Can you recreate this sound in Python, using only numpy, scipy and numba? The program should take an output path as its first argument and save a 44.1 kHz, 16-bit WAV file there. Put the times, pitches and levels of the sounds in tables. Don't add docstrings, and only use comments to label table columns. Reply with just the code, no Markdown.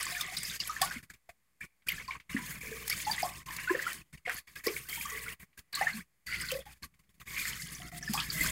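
import sys
import numpy as np
from scipy import signal
from scipy.io import wavfile
from scipy.ndimage import uniform_filter1d
from numba import njit

SR = 44100
rng = np.random.default_rng(int(sys.argv[2]) if len(sys.argv) > 2 else 0)


def voltage_ratio(decibels):
    exponent = np.asarray(decibels, float) / 20
    return 10 ** exponent


def digitize_waveform(pressure):
    field = np.atleast_2d(pressure).T
    bounded = np.clip(field, -1, 1)
    quanta = np.round(bounded * 32767).astype(np.int16)
    wavfile.write(sys.argv[1], SR, quanta)


N = 375291
TOP_HZ = 15780

# (frequency [Hz], density [dB per Hz])
JET_SPECTRUM = [(1760, -30), (3000, -11.5), (3620, -0.5), (3940, -8.5), (4470, 3.5), (5000, -7), (6220, -1),
                (11500, -1.5), (16000, -4)]
# (time [s], treble slope of the hiss [dB per octave])
FACING = [(0, -4), (.5, -4), (.9, -2.5), (1.6, 0), (2.1, -3), (2.6, 2), (3.101, -1.5), (3.601, 0),
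          (4.2, -2), (4.6, 2), (5.101, 4.5), (5.402, 4), (5.799, 0), (6.351, -2), (6.8, -0.5), (7.2, 0.5),
          (7.601, -1.5), (8.5, -1)]


def jet(hiss_db, openness):
    slope = openness * np.interp(np.arange(N) / SR, *np.transpose(FACING))
    fizz = swarm(rate=1400, centre_hz=5000, octaves=0.7, cycles=16.0, spread_db=3.6, glide=0.03)
    crackle = swarm(rate=160, centre_hz=6000, octaves=0.5, cycles=6.0, spread_db=2.8, glide=0)
    hiss = patchy(JET_SPECTRUM, openness, per_octave=6, snap_db=2.0, fall_s=0.07, flicker_db=3.5, tilt_db=slope)
    return voltage_ratio(hiss_db - 0.1) * (hiss + openness * voltage_ratio(-6.0) * (fizz + crackle))


# (frequency [Hz], density [dB per Hz])
PATTER_SPECTRUM = [(150, -32), (250, -15), (599, -18), (690, -17.5), (786, -16.5), (916, -24.5),
                   (1080, -4.5), (1340, -13.5), (2090, -1), (2650, -11.5), (4200, -27), (5460, -36),
                   (9240, -120)]


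def run_off(patter_db, openness):
    small_bubbles = swarm(rate=300, centre_hz=2050, octaves=0.3, cycles=13.0, spread_db=4.3, glide=0.03)
    patter = patchy(PATTER_SPECTRUM, openness, per_octave=7, snap_db=3.4, fall_s=0.045, flicker_db=3.0)
    return voltage_ratio(patter_db - 14.5) * (patter + openness * small_bubbles)


# (frequency [Hz], width [Hz])
BASIN_DIPS = [(800, 89), (1400, 110), (2800, 52), (4000, 330), (5800, 370)]


def basin(water):
    for hz, width in BASIN_DIPS:
        water = water - 0.62 * svf(water, float(hz), float(width))
    return water


# (crest time [s], peak level
# [dB], frequency [Hz], swell time [ms])
POOL_DROPS = [(0.031, -40, 1850, 3.9), (0.169, -32.5, 1740, 5.3), (0.766, -30, 1730, 2), (0.816, -26, 1735, 3),
              (0.827, -30.5, 1800, 3), (0.911, -32, 1780, 1.07), (0.915, -31.5, 1563, 3.5),
              (1.102, -40.5, 1670, 1.7), (1.984, -37, 1715, 4.5), (2.367, -25, 1867, 2), (2.373, -30.5, 1880, 2),
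              (2.905, -30.0, 1950, 3), (3.102, -36.0, 1738, 7), (3.183, -28.5, 1960, 3.4),
              (3.51, -38.5, 1780, 5.6), (3.587, -31, 1930, 0.9), (3.68, -27.5, 1484, 6.5),
              (3.698, -22.5, 1680, 4), (3.752, -25.5, 1790, 3), (3.793, -27, 1850, 2), (3.798, -30.5, 1680, 2.6),
              (3.826, -30, 1940, 2.9), (3.869, -25.5, 1383, 4.1), (3.879, -33, 1920, 3.1),
              (4.296, -22.5, 1685, 0.9), (4.301, -31, 1890, 2), (4.565, -41, 1640, 7.9), (5.132, -40, 1950, 6.5),
              (5.154, -40.5, 1970, 6.5), (5.814, -28.5, 1780, 5.6), (5.872, -20.5, 1780, 4.9),
              (5.884, -29, 1970, 1.3), (6.335, -34, 2016, 6.5), (7.454, -27, 1880, 1.17), (8.03, -38, 1710, 4),
              (8.081, -31.5, 1745, 6.1), (8.462, -29.5, 1560, 3.2),
              (0.068, -34, 1970, 2.8), (0.151, -29.5, 2300, 2), (1.887, -24, 2400, 2.8),
          (1.903, -30, 2100, 2.5), (1.922, -29.5, 2110, 3), (2.11, -28.0, 2240, 2), (2.296, -37, 2100, 2),
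          (2.618, -46, 2170, 6.2), (2.916, -27, 2210, 2.4), (2.927, -27.5, 2200, 3.3),
          (3.002, -31.0, 2400, 1.1), (3.204, -30, 2100, 3.7), (4.262, -30, 2060, 2),
          (4.279, -24.5, 1960, 0.62), (4.296, -29, 2240, 1.3), (4.666, -33.5, 1950, 6.5),
          (4.682, -26.5, 2240, 2), (4.766, -27.5, 2230, 1.7), (4.929, -31.5, 2160, 2.8),
          (4.959, -33.5, 2260, 2.8), (5.012, -30.5, 2350, 2), (5.177, -36.0, 2130, 4.2),
          (5.283, -32, 2170, 2), (5.828, -27.5, 1970, 3.8), (5.9, -32, 2050, 6.5), (6.317, -33, 2020, 3.1),
          (6.326, -25.5, 2120, 1.3), (6.344, -27, 2170, 2.16), (6.406, -31.5, 2000, 2),
          (6.507, -30.0, 2610, 1.7), (7.366, -29, 2160, 0.95), (7.376, -31, 2340, 5.1),
          (7.396, -35.5, 2405, 7.1), (7.417, -32.0, 2340, 3.1), (7.6, -38.5, 2070, 5.3),
          (8.179, -34, 2510, 4.5), (8.192, -30, 2480, 3.2), (8.381, -32, 2000, 4.1), (8.397, -31, 2050, 2),
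          (8.412, -23.5, 2030, 6.5)]


def pool_drops(gate_db):
    return drops(POOL_DROPS, gate_db, ring_db=0.96, leak_db=-11.5, width=0.57, leak_t60=0.16, glide=0.023)


# (crest time [s], peak level [dB], frequency [Hz], swell time [ms])
PINGS = [(0.01, -32, 5400, 0.8), (0.067, -38, 4650, 1.7), (0.125, -38, 3900, 3), (0.21, -34, 5080, 2),
         (0.212, -26.5, 3570, 2.8), (0.368, -22.5, 4840, 1.9), (0.371, -29.0, 3960, 1.03),
         (0.452, -31, 5020, 2), (0.499, -30, 3700, 0.88), (0.603, -22.5, 4780, 0.8),
         (0.604, -35.5, 2840, 4.8), (0.818, -26.0, 3440, 1.8), (0.818, -23, 4850, 1.28),
         (1.886, -34.5, 4625, 1.8), (1.891, -24, 2900, 1), (2.08, -38.5, 4630, 2.3),
         (2.899, -25.5, 5100, 0.8), (2.902, -31.0, 4570, 1.3), (2.926, -34, 4620, 3.6),
         (3.116, -25, 4650, 4.1), (3.134, -28, 3490, 0.53), (3.231, -29.5, 4870, 1.3),
         (4.669, -24, 4960, 0.8), (5.744, -28, 3950, 1.6), (5.757, -25.5, 4330, 1.9),
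         (5.934, -38, 4250, 2.2), (6.42, -37.0, 5030, 4.2), (6.488, -30, 4280, 1.3),
         (6.505, -40.5, 3100, 8.1), (6.519, -33.5, 3080, 2.9), (6.832, -36.5, 4320, 1.4),
         (8.028, -33, 5750, 1.46), (8.138, -39, 3130, 2), (8.143, -25, 4930, 0.8),
         (8.178, -30.5, 3270, 1.8), (8.202, -27.5, 4560, 0.8), (8.202, -23.5, 3200, 1.14),
         (8.207, -32, 3230, 1.3), (8.303, -25.5, 4600, 2)]


def wall_drops(gate_db):
    return drops(PINGS, gate_db, ring_db=0.74, leak_db=-10.5, width=0.28, leak_t60=0.11, glide=0.015)


# (crest time [s], peak level [dB], frequency [Hz], swell time [ms])
GLUGS = [(.068, -36.5, 1110, 3), (.699, -29, 1232, 6), (.82, -24.5, 752, 8), (.832, -27, 1115, 9),
         (.968, -41, 241, 9), (2.089, -34, 1047, 7.5), (2.154, -39, 1070, 3), (2.35, -24, 234, 4.5),
         (2.373, -37.5, 243, 9), (3.077, -28, 846, 12), (3.099, -30, 874, 4.5), (3.232, -22, 749, 4.5),
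         (3.257, -30.5, 713, 6.5), (3.489, -36, 1034, 4.5), (3.706, -29, 1030, 11), (3.713, -22.5, 357, 9),
         (3.751, -29.5, 510, 6.5), (4.278, -38, 494, 6.5), (4.279, -36, 718, 8), (4.667, -34.5, 476, 3),
         (4.673, -20.5, 399, 3), (5.058, -33.5, 1160, 6.5), (5.266, -39, 1425, 5.05),
         (5.777, -34, 1146, 6.5), (5.814, -22.5, 747, 3), (5.823, -32.5, 830, 6.5),
         (5.841, -35.5, 760, 4.5), (5.954, -37.5, 216, 17), (5.99, -39.5, 190, 9), (6.44, -37, 1530, 5.05),
         (6.527, -30, 526, 9), (6.56, -33, 538, 12), (6.592, -37.5, 535, 9), (6.67, -47, 824, 9),
         (8.1, -27, 204, 6), (8.145, -30.5, 820, 4.5), (8.154, -29, 1110, 3), (8.179, -31, 1190, 4.5),
         (8.446, -32, 1180, 3)]


def gulps(gate_db):
    return drops(GLUGS, gate_db, ring_db=0.37, leak_db=-11, width=0.28, leak_t60=0.26, glide=0.017)


# (time [s], peak level [dB],
# frequency [Hz], 8 dB fall time of the # ring [ms])
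SINGING_BANDS = [(.322, -39, 740, 3.5), (1.609, -29.5, 1800, 2), (1.612, -38, 2300, 13), (2.633, -41, 437, 25),
                 (5.09, -41.5, 1976, 133), (5.123, -46, 448, 35), (5.235, -51, 423, 13),
                 (7.275, -41.5, 2236, 68), (8.34, -40.5, 2050, 60), (4.886, -44.5, 3190, 147),
                 (6.268, -40, 2000, 137), (7.345, -40, 2090, 42), (3.462, -46.5, 1056, 72.5),
                 (7.8, -51.5, 702, 57), (8.34, -49.5, 639, 113), (.006, -46, 4700, 54), (.006, -44, 3020, 23),
                 (.2, -37, 1185, 12), (.33, -41, 2120, 36), (.38, -44, 4820, 95), (.77, -50, 1070, 33),
                 (.85, -41, 1466, 63), (2.61, -42, 2344, 61), (3.24, -37, 1078, 47), (3.565, -44.5, 2730, 62),
                 (3.85, -45.5, 3050, 97), (4.252, -29, 2130, 2.5), (4.345, -47, 4470, 60),
                 (5.727, -38, 4450, 15), (5.735, -40.5, 1640, 58), (6.265, -43, 4580, 80.5),
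                 (6.29, -43, 1454, 60), (6.39, -50, 4900, 87), (6.6, -46.5, 3400, 12), (7.41, -50, 1320, 39),
                 (7.42, -46, 4270, 46), (7.56, -47.5, 2040, 74), (7.82, -51, 1344, 31), (7.83, -46.5, 2020, 50),
                 (7.915, -48.5, 1984, 50), (8.06, -44.5, 5060, 68), (8.17, -38, 1680, 42)]


def singing_bands(gate_db):
    return bubbles(SINGING_BANDS, gate_db, ring_db=-6.0, leak_db=-7, width=0.12, leak_t60=0.027, glide=0, rise_s=0.006)


# (time [s], peak level [dB], frequency [Hz], 8 dB fall time of the ring [ms])
BLOOPS = [(.121, -49.5, 713, 42), (.284, -54, 740, 28), (1.291, -46, 687, 7), (2.39, -43.5, 990, 13),
          (2.717, -43, 444, 32), (4.67, -37.5, 1102, 10.5), (4.976, -45, 925, 14),
          (5.117, -45.5, 1131, 33.5), (6.838, -50, 1143, 40), (7.925, -53, 709, 71), (7.935, -45, 158, 42),
          (8.356, -44, 162, 72)]


def gurgles(gate_db):
    return bubbles(BLOOPS, gate_db, ring_db=4.5, leak_db=-12.0, width=0.23, leak_t60=0.035,
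                   glide=0.0077, rise_s=0.003)


# (time [s], peak level [dB])
CRACKS = [(0.0274, -36), (0.21, -35.5), (0.367, -34), (0.432, -39), (0.601, -48), (0.6738, -40),
          (3.565, -38), (3.93, -40.5), (4.295, -44), (0.8151, -25.5), (1.8771, -62), (1.886, -34.5),
          (2.8783, -34.5), (2.896, -30.5), (3.221, -39), (4.6666, -37.5), (5.575, -63), (5.591, -51),
          (5.726, -42.5), (5.7528, -37), (6.265, -57.5), (6.516, -35), (8.135, -32)]


def cracks(gate_db):
    table = [(*row, 9000, 1) for row in CRACKS]
    return bubbles(table, gate_db, ring_db=-9.5, leak_db=6.5, width=11.0, leak_t60=0.004, glide=0, rise_s=0.0013)


# (time [s], peak level [dB], frequency [Hz])
SPARKS = [(0.009, -45.5, 10800), (0.028, -38.5, 8600), (0.053, -46, 6540), (0.053, -43.5, 7710),
          (0.384, -43.5, 8800), (0.431, -40, 8300), (0.674, -38.5, 11000), (0.816, -33, 8500),
          (0.848, -43, 10250), (1.889, -39, 13300), (1.918, -44, 13300), (2.878, -43, 9700),
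          (2.899, -35.5, 11300), (3.221, -43, 14560), (3.716, -47.5, 12400), (4.343, -45, 11900),
          (4.666, -40.5, 12100), (4.999, -45, 11580), (5.057, -45, 6720), (5.1, -44.5, 6490),
          (5.751, -38.5, 7900), (5.814, -48, 9700), (6.412, -41.5, 8570), (7.75, -46, 6000),
          (8.137, -41, 13300), (8.411, -38, 7600), (8.433, -36, 13800), (8.453, -43, 7560),
          (8.468, -41, 8010), (8.499, -42, 7380)]


def spatter(gate_db):
    table = [(*row, 1.1) for row in SPARKS]
    return bubbles(table, gate_db, ring_db=2.5, leak_db=8.5, width=0.29, leak_t60=0.0018, glide=0.03, rise_s=0.0018)


# (time [s], peak level [dB])
TICKS = [
    (1.8213, -58),
    (5.53, -58),
    (2.2, -40),
    (6.94, -57.5),
    (6.9915, -62),
    (7.037, -63),
    (7.095, -67),
    (7.1424, -67),
]


def drips():
    table = [(*row, 2200, 2) for row in TICKS]
    return bubbles(table, np.zeros(N), ring_db=2.0, leak_db=-11.0, width=1.0, leak_t60=0.018, glide=0, rise_s=0.0026)


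# (frequency [Hz], level [dB])
HUM = [
    (59.3, 4),
    (120.0, -3.5),
]
# (frequency [Hz], density [dB per Hz])
RUMBLE_SPECTRUM = [(15, -38.5), (25, 1.5), (65, -7), (107, -8), (167, 2.5), (275, -21), (350, -9.5),
                   (460, -34), (770, -120)]


def fridge(hum_db):
    t = np.arange(N) / SR
    lines = sum(voltage_ratio(db + 0.61 * walk(6.3)) * np.sin(2 * np.pi * hz * t) for hz, db in HUM)
    rumble = voltage_ratio(4.5) * patchy(RUMBLE_SPECTRUM, 1.0, per_octave=3, snap_db=3.0, fall_s=0.077, flicker_db=4.0)
    offset = 0.16 * uniform_filter1d(voltage_ratio(hum_db), SR // 20) + voltage_ratio(-76.5)
    low_cut = signal.butter(2, 48, "high", fs=SR, output="sos")
    return signal.sosfilt(low_cut, voltage_ratio(hum_db) * (lines + rumble)) - offset


def self_noise():
    return level(svf(rng.standard_normal(N), 400.0, 1500.0), -86.0)


# (opening time [s], hiss level [dB], held time [s], final hiss level [dB])
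SPURTS = [(0.0, -42, 0.35, -45.5), (0.371, -46, 0.19, -42), (0.596, -44, 0.37, -52),
          (0.818, -40, 0.17, -51.5), (1.87, -47.5, 0.19, -56), (2.08, -56, 0.083, -54.5),
          (2.297, -50.5, 0.29, -53.5), (2.608, -51.5, 0.28, -48.5), (2.899, -42.5, 0.32, -43),
          (3.231, -43.5, .19, -57), (3.462, -51, 0.46, -47), (3.942, -50, 0.072, -60),
          (4.05, -79, 0.061, -82), (4.255, -57, 0.13, -47), (4.474, -60.5, 0.091, -71.5),
          (4.558, -48.5, 0.078, -69.5), (4.64, -46, 0.24, -56), (4.888, -46.5, 0.44, -53.5),
          (5.73, -56.5, 0.092, -42.5), (5.824, -47.5, .19, -54.5), (6.267, -48, 0.3, -46),
          (6.591, -49.5, 0.047, -67.5), (6.734, -75, 0.04, -68.5), (7.256, -66.5, 0.02, -52.5),
          (7.279, -50.5, 0.12, -42.5), (7.377, -41.5, 0.51, -53), (7.918, -53.5, 0.066, -50),
          (8.011, -54.5, 0.18, -41.5), (8.193, -40.5, 0.094, -49), (8.278, -47.5, 0.22, -36.5)]
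# (opening time [s], hiss level [dB], held time [s])
BLINKS = [(1.1, -57.5, 0.0062), (1.138, -58, 0.007), (1.293, -56.5, 0.001), (1.029, -60.5, 0.011),
          (1.608, -58.5, .041), (2.199, -69.5, 0.0087), (4.13, -58, 0.018), (4.176, -58.5, 0.0016),
          (5.398, -61, .036), (5.577, -59, 0.02), (6.656, -61.5, .076), (6.826, -52, 0.02),
          (6.943, -71.5, 0.0036), (6.993, -68, .006), (7.037, -77, 0.004), (7.093, -71, 0.013),
          (7.143, -72, .012), (7.18, -76, .004), (7.201, -55.5, 0.017)]


def gate():
    open_db_per_s, shut_db_per_s, shut_db = 4200, 700, -81
    t = np.arange(0, N + 16, 16) / SR
    widest = np.full(len(t), -200.0)
    for opens, db, held, end_db in SPURTS + [(*row, row[1]) for row in BLINKS]:
        shuts = opens + held
        edges = open_db_per_s * np.maximum(opens - t, 0) + shut_db_per_s * np.maximum(t - shuts, 0)
        widest = np.maximum(widest, np.interp(t, [opens, shuts], [db, end_db]) - edges)
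    power = voltage_ratio(2 * shut_db) + voltage_ratio(2 * widest)
    return np.interp(np.arange(N) / SR, t, 10 * np.log10(power))


# (hiss level [dB], patter minus hiss [dB],
# hum minus hiss [dB])
BALANCE_LAW = [
    (-72.5, 9, -8.5),
    (-61.5, 12, -3.5),
    (-42.5, 7.5, -15.5),
]
# (time [s], extra run-off [dB], extra hum [dB])
DRIFT = [(0, 4.5, -3), (.55, -1.5, -3.5), (1.0, 3.5, 0.5), (1.9, 4, 0.5), (2.5, 7, 6), (3.0, 0, 0.5),
         (3.5, 3.5, 3), (3.9, 6, -5), (4.121, 1.5, 5.5), (4.3, 5.5, -3.5), (4.9, 0, -1), (5.3, 6, 3),
         (5.8, 6.5, -1), (6.3, 1.5, 3.5), (7.001, 2.5, 5.5), (7.4, 1, 0), (7.9, -2, 5), (8.5, 2.5, 6.5)]


def balance(hiss_db):
    t = np.arange(N) / SR
    law_hiss, law_patter, law_hum = np.transpose(BALANCE_LAW)
    drift_s, drift_patter, drift_hum = np.transpose(DRIFT)
    patter_db = hiss_db + np.interp(hiss_db, law_hiss, law_patter) + np.interp(t, drift_s, drift_patter)
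    hum_db = hiss_db + np.interp(hiss_db, law_hiss, law_hum) + np.interp(t, drift_s, drift_hum)
    return patter_db, hum_db


def closing(gate_db, start, crest, count):
    reference = gate_db[min(crest + SR // 100, N - 1)]
    return np.minimum(gate_db[start:start + count] - reference, 0)


def drops(table, gate_db, ring_db, leak_db, width, leak_t60, glide):
    out, t = np.zeros(N), np.arange(SR // 4) / SR
    for s, db, hz, swell_ms in table:
        swell_s = swell_ms / 1000
        u = 1000 * t / max(swell_ms, 0.5)
        start = max(int((s - swell_s) * SR), 0)
        bent_t = t + glide * swell_s * (np.minimum(u, 4) - 1) ** 2 / 2
        ring = np.sin(2 * np.pi * hz * bent_t) * (u * np.exp(1 - u)) ** 2
        spray = level(noise_band(len(t), hz, width * hz), leak_db)
        leak = spray * np.minimum(u / 2, 1) ** 2 * 1000.0 ** (-t / leak_t60)
        shut = closing(gate_db, start, int(s * SR), len(t))
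        out[start:start + len(t)] += voltage_ratio(db + shut) * (voltage_ratio(ring_db) * ring + leak)[:N - start]
    return out


def bubbles(table, gate_db, ring_db, leak_db, width, leak_t60, glide, rise_s):
    out, t = np.zeros(N), np.arange(SR // 4) / SR
    for s, db, hz, fall_ms in table:
        start = max(int((s - rise_s / 2) * SR), 0)
        t60 = max(0.0072 * fall_ms, 6.7 / hz)
        bent_t = t * (1 + glide * np.minimum(t / t60, 1))
        ring = np.sin(2 * np.pi * hz * bent_t) * 1000.0 ** (-t / t60)
        noise = level(noise_band(len(t), hz, width * hz), leak_db)
        leak = noise * 1000.0 ** (-t / (leak_t60 + 4.45 * t60))
        rise = np.sin(np.pi / 2 * np.minimum(t / max(rise_s, 1.39 / hz), 1)) ** 2
        sound = ((voltage_ratio(ring_db) * ring + leak) * rise)[:N - start]
        out[start:start + len(t)] += voltage_ratio(db + closing(gate_db, start, start, len(t))) * sound
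    return out


def swarm(rate, centre_hz, octaves, cycles, spread_db, glide):
    when, ring, loudness = rng.random((int(rate * N / SR), 3)).T
    hz = np.clip(centre_hz * 2 ** (octaves * rng.standard_normal(len(when))), 300, TOP_HZ)
    size = voltage_ratio(np.minimum(-spread_db * np.log(1 - loudness), 12))
    return level(grains((when * N).astype(np.int64), hz, cycles * (0.5 + ring), size, glide), 0)


@njit
def grains(start, hz, cycles, size, glide):
    out = np.zeros(N)
    for k in range(len(start)):
        count = int(3 * cycles[k] * SR / hz[k])
        phase, step = 0.0, 2 * np.pi * hz[k] / SR
        for i in range(min(count, N - start[k])):
            u = i / count
            phase += step * (1 + glide * u)
            out[start[k] + i] += size[k] * min(5 * u, 1.0) * np.exp(-6 * u) * np.sin(phase)
    return out


def patchy(spectrum, openness, per_octave, snap_db, fall_s, flicker_db, tilt_db=0):
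    hz, db = np.transpose(spectrum)
    out, shared = 0, flicker_db * walk(55)
    span = np.log2(hz[hz < 17000][-1] / hz[1])
    for f in hz[1] * 2 ** np.arange(0, span, 1 / per_octave):
        width = 1.5 * f * np.log(2) / per_octave / np.cos(np.pi * f / SR)
        band = level(noise_band(N, f, width), 10 * np.log10(f))
        wander = openness * (snap_db * np.minimum(snaps(8.2, fall_s), 2) + shared)
        tilt = tilt_db * max(np.log2(f / 5200), 0)
        out = out + voltage_ratio(np.interp(np.log(f), np.log(hz), db) + wander + tilt) * band
    return level(out, 0)


def snaps(rate, fall_s):
    steps = N // 32 + 1
    kicks = (rng.random(steps) < 32 * rate / SR) * rng.exponential(1, steps)
    sag = np.sqrt(signal.lfilter([1], [1, -np.exp(-32 / (fall_s * SR))], kicks))
    sag = uniform_filter1d(sag, size=6)
    return np.repeat((sag - sag.mean()) / sag.std(), 32)[:N]


def walk(rate):
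    hold = int(SR / rate)
    steps = np.repeat(rng.standard_normal(N // hold + 1), hold)
    return 1.3 * uniform_filter1d(uniform_filter1d(steps, hold), hold)[:N]


def noise_band(count, hz, width):
    return svf(svf(rng.standard_normal(count), float(hz), float(width)), float(hz), float(width))


@njit
def svf(x, hz, width):
    y, band, low = np.empty(len(x)), 0.0, 0.0
    g, k = np.tan(np.pi * hz / SR), width / hz
    for i in range(len(x)):
        v = (band + g * (x[i] - low)) / (1 + g * (g + k))
        band, low, y[i] = 2 * v - band, low + 2 * g * v, k * v
    return y


def level(x, db):
    return x * voltage_ratio(db) / np.sqrt(np.mean(x ** 2))


def scene():
    hiss_db = gate()
    patter_db, hum_db = balance(hiss_db)
    openness = np.clip((hiss_db + 80) / 20, 0, 1)
    water = basin(jet(hiss_db, openness) + run_off(patter_db, openness))
    for source in (pool_drops, wall_drops, gulps, singing_bands, gurgles, cracks, spatter):
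        water = water + source(hiss_db)
    return (water + drips() + fridge(hum_db) + self_noise())[None]


def band_limit(x):
    return signal.sosfilt(signal.butter(12, 16500, fs=SR, output="sos"), x)


def record(dry):
    top_cut = signal.ellip(12, 0.2, 70, TOP_HZ, fs=SR, output="sos")
    mix = signal.sosfilt(top_cut, dry)
    return band_limit(mix)


dry = scene()
out = record(dry)
digitize_waveform(out)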